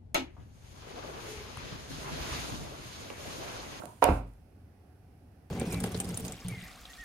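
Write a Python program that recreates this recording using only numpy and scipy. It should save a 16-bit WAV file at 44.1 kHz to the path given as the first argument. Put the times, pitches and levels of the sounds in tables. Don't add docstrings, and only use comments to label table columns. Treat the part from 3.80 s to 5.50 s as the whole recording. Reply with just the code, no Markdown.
import sys
import numpy as np
from scipy import signal
from scipy.fft import rfft, irfft, next_fast_len
from scipy.io import wavfile
from scipy.ndimage import uniform_filter1d

SR = 44100
rng = np.random.default_rng(int(sys.argv[2]) if len(sys.argv) > 2 else 0)


def persist_wave(psi):
    counts = np.round(np.clip(psi, -1, 1) * 32767).astype(np.int16)
    wavfile.write(sys.argv[1], SR, np.atleast_2d(counts).T)


def undo_db(level):
    steps = np.asarray(level, float) / 20
    return 10 ** steps


N = 74970


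def unit(x):
    return x / np.sqrt(np.mean(x ** 2) + 1e-20)


def along(points, hz):
    f, v = np.transpose(points)
    return np.interp(np.log(hz + 1), np.log(f + 1), v)


def filtered(x, response):
    m = 2 * next_fast_len(x.shape[-1] // 2 + 4096)
    hz = np.fft.rfftfreq(m, 1 / SR)
    return irfft(rfft(x, m) * response(hz), m)[..., :x.shape[-1]]


def causal(db):
    cepstrum = irfft(db * np.log(10) / 20)
    half = len(cepstrum) // 2
    fold = np.r_[1, np.full(half - 1, 2), 1, np.zeros(half - 1)]
    return np.exp(rfft(cepstrum * fold))


# (frequency [Hz], correlation [0-1])
LIKENESS = [(60, 0.99), (130, 0.98), (290, 0.87), (640, 0.63), (1400, 0.19), (15000, .01)]


def at_ports(pair):
    def mix(hz):
        angle = np.arccos(np.clip(along(LIKENESS, hz), -1, 1)) / 2
        return np.array([np.cos(angle), np.sin(angle)])
    common, opposed = filtered(pair, mix)
    return np.array([common + opposed, common - opposed])


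def grains(shape, per_s, spread_db):
    hit = rng.random(shape) < per_s / SR
    size_db = spread_db * rng.exponential(size=shape)
    return hit * undo_db(size_db) * rng.standard_normal(shape)


# (frequency [Hz], relative density [dB per Hz])
RUMBLE_SPECTRUM = [(12, -48), (20, -19), (45, -17), (62, -9), (81, 0), (139, -13), (300, -13), (325, -18.5),
                   (440, -20), (640, -26), (740, -21), (810, -24), (980, -34), (1510, -33), (2400, -40),
                   (3300, -56), (5500, -120)]
RUMBLE_DB, PATCHY_DB = -56, -1.24


def rumble():
    z = signal.stft(rng.standard_normal((2, N + 1024)), nperseg=1024)[2]
    field = rng.standard_normal(z.shape[1:])
    for axis in (0, 1):
        field = uniform_filter1d(field, size=8, axis=axis)
    pair = signal.istft(z * undo_db(PATCHY_DB * unit(field)), nperseg=1024)[1][:, :N]
    return undo_db(RUMBLE_DB) * unit(filtered(at_ports(pair), lambda hz: undo_db(along(RUMBLE_SPECTRUM, hz))))


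# (frequency [Hz], relative density [dB per Hz])
HISS_SPECTRUM = [(1470, -30), (2500, 0), (3350, -6), (3610, -6), (3750, -8), (4150, -6), (5340, -5),
                 (7610, -14), (8090, -8), (8870, -10), (10700, -4), (11700, -7), (15600, -12)]
HISS_DB = -75.99


def hiss():
    noise = rng.standard_normal((2, N))
    return undo_db(HISS_DB) * unit(filtered(noise, lambda hz: undo_db(along(HISS_SPECTRUM, hz))))


HUM_HZ, HUM_WIDTH_HZ, HUM_DB = 722, 12, -79.5


def hum():
    line = lambda hz: 1 / (1 + (2 * (hz - HUM_HZ) / HUM_WIDTH_HZ) ** 2)
    return undo_db(HUM_DB) * unit(filtered(at_ports(rng.standard_normal((2, N))), line))


# (start [s], length [s], level before sag [dB])
SCUFF_SLIDES = [(-0.01, 0.22, -52.5), (0.216, 0.16, -44.5), (0.461, 0.17, -70.5)]
# (frequency [Hz], relative density [dB per Hz])
GRIT_SPECTRUM = [(1500, -4.5), (3000, -6), (5500, -11), (7000, -5.5), (7800, -10), (8800, -3), (9800, -7),
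                 (10700, -5), (12000, -10.5), (15500, -16.5)]
SCUFF_RISE_S, SCUFF_T60_S, SCUFF_SAG_DB = 0.006, 0.2, 11
GRAINS_PER_S, GRAIN_SPREAD_DB, GRAIN_SHARE = 2800, 7.0, 0.83


def scuffs():
    t = np.arange(N) / SR
    shape = np.zeros(N)
    for s, length, db in SCUFF_SLIDES:
        rise = np.clip((t - s) / SCUFF_RISE_S, 0, 1)
        sag_db = SCUFF_SAG_DB * np.clip((t - s) / length, 0, 1)
        release_db = 60 * np.maximum(t - s - length, 0) / SCUFF_T60_S
        shape += rise * undo_db(db - sag_db - release_db)
    clicks = unit(grains((2, N), GRAINS_PER_S, GRAIN_SPREAD_DB))
    grit = rng.standard_normal((2, N)) + GRAIN_SHARE * clicks
    return shape * unit(filtered(grit, lambda hz: undo_db(along(GRIT_SPECTRUM, hz))))


# (frequency [Hz], t60 [s])
WALL_DECAY = [(100, 0.68), (250, 0.25), (500, 0.29), (1000, 0.33), (2000, 0.34), (5000, 0.35),
              (12000, 0.054)]
WET_DB = -1


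def walls(x):
    hz, t, z = signal.stft(rng.standard_normal((2, SR // 2)), SR, nperseg=256)
    decay = undo_db(-60 * t / along(WALL_DECAY, hz)[:, None])
    tail = at_ports(signal.istft(z * decay, SR, nperseg=256)[1])
    tail = undo_db(WET_DB) * tail / np.linalg.norm(tail[0])
    direct = np.arange(tail.shape[1]) == 0
    return signal.fftconvolve(x, tail + direct, axes=1)


def add(out, sound, s):
    part = out[:, max(round(s * SR), 0):][:, :sound.shape[-1]]
    part += sound[..., :part.shape[-1]]


# (time [s], strength before SLAP_GAIN_DB [dB],
# dullness above 1 kHz [dB per octave], fullness below 1 kHz [dB per octave])
SOLE_CONTACTS = [(0.0, -50.5, 4, 7.5), (0.0207, -37.5, 5.5, -1), (0.037, -46.5, 20.5, 7),
                 (0.056, -48, 20, -4), (0.075, -43.5, 14, -9.5), (0.2228, -20, 1, -2.5),
                 (0.2255, -16, 0, -2.5), (0.2335, -16.5, 0, -2.5), (0.243, -23.5, 3.5, 0),
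                 (0.254, -23, -1, -2), (0.268, -34.5, 2, 0.5), (0.279, -24.5, 4.5, -2),
                 (0.288, -23.5, 1, 4.5)]
# (frequency [Hz], relative density [dB per Hz])
SOLE_SPECTRUM = [(53, -31), (90, -15), (264, -8.5), (463, -5), (538, -1), (922, -7), (1610, -13.5),
                 (1760, -21.5), (2710, -18), (3080, -28), (5000, -32.5), (9050, -48.5), (15500, -46)]
# (frequency before shift [Hz], width at half lift [Hz], lift [dB])
MAT_RESONANCES = [(270, 43, 4.5), (517, 34, 2.5), (613.4, 30, 3), (711, 51, 6), (936, 128, 7),
                  (1096, 240, 0.5), (1350, 25, 2), (1668, 120, -1), (2187, 90, 2), (2434, 70, 4.5)]
SLAP_GAIN_DB = 35.5
ROLL_T60_S, ROLL_PER_S, ROLL_DB, ROLL_SPREAD_DB = 0.016, 3000, -0.5, 2.64
SOFT_HZ = 2630
MAT_SHIFT = 0.0053


def slaps():
    out, t = np.zeros((2, N)), np.arange(SR // 10) / SR
    for s, db, dull, full in SOLE_CONTACTS:
        strike = filtered(1.0 * (t == 0), lambda f: causal(-10 * np.log10(1 + (f / SOFT_HZ) ** 4)))
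        roll = grains((2, len(t)), ROLL_PER_S, ROLL_SPREAD_DB) * undo_db(-60 * t / ROLL_T60_S)
        roll = at_ports(roll / np.linalg.norm(roll[0]))
        blow = strike + undo_db(ROLL_DB) * roll
        shift = 1 + MAT_SHIFT * rng.standard_normal(len(MAT_RESONANCES))

        def colour(f):
            ring_db = sum(lift / (1 + (2 * (f - centre * m) / width) ** 2)
                          for (centre, width, lift), m in zip(MAT_RESONANCES, shift))
            dull_db = -dull * np.log2(np.maximum(f / 1000, 1))
            full_db = -full * np.log2(np.clip(f / 1000, 0.15, 1))
            return causal(along(SOLE_SPECTRUM, f) + ring_db + dull_db + full_db)
        add(out, undo_db(db + SLAP_GAIN_DB) * walls(filtered(blow, colour)), s)
    return out


# (time [s], strength [dB])
HEEL_LOADS = [(0.021, -62), (0.15, -55.5), (0.244, -31.5), (0.293, -17.5)]
# (frequency [Hz], level relative to strength [dB], t60 [s])
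FLOOR_MODES = [(49, -5, .55), (74.8, 1.5, 0.2), (82, -2, 0.083), (112, -10, 0.52), (195.1, -12, 0.32),
               (263.6, -9, 0.13), (300.3, -12, 0.22)]
LOAD_CYCLES = 0.5


def heels():
    out, t = np.zeros((2, N)), np.arange(SR // 2) / SR
    boom = np.zeros(len(t))
    for hz, level, t60 in FLOOR_MODES:
        build_up = 1 - np.exp(-t * hz / LOAD_CYCLES)
        boom += undo_db(level - 60 * t / t60) * build_up * np.sin(2 * np.pi * hz * t)
    for s, db in HEEL_LOADS:
        add(out, undo_db(db) * boom, s)
    return out


def scene():
    return rumble() + hiss() + hum() + scuffs() + slaps() + heels()


def low_pass(x):
    return signal.sosfilt(signal.butter(12, 15800, fs=SR, output="sos"), x)


# (frequency [Hz], left over right [dB])
MIC_MISMATCH = [(160, 0), (320, -4), (660, -7.5), (950, -4), (2200, -6), (3500, -1), (5700, -1.5),
                (7500, 2), (8200, -20), (11800, -18), (15000, -15)]


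def record(dry):
    def mics(hz):
        ratio = undo_db(along(MIC_MISMATCH, hz))
        return np.array([ratio, np.ones_like(hz)]) * np.sqrt(2 / (1 + ratio ** 2))
    mix = filtered(dry, mics)
    return low_pass(mix)


dry = scene()
out = record(dry)
persist_wave(out)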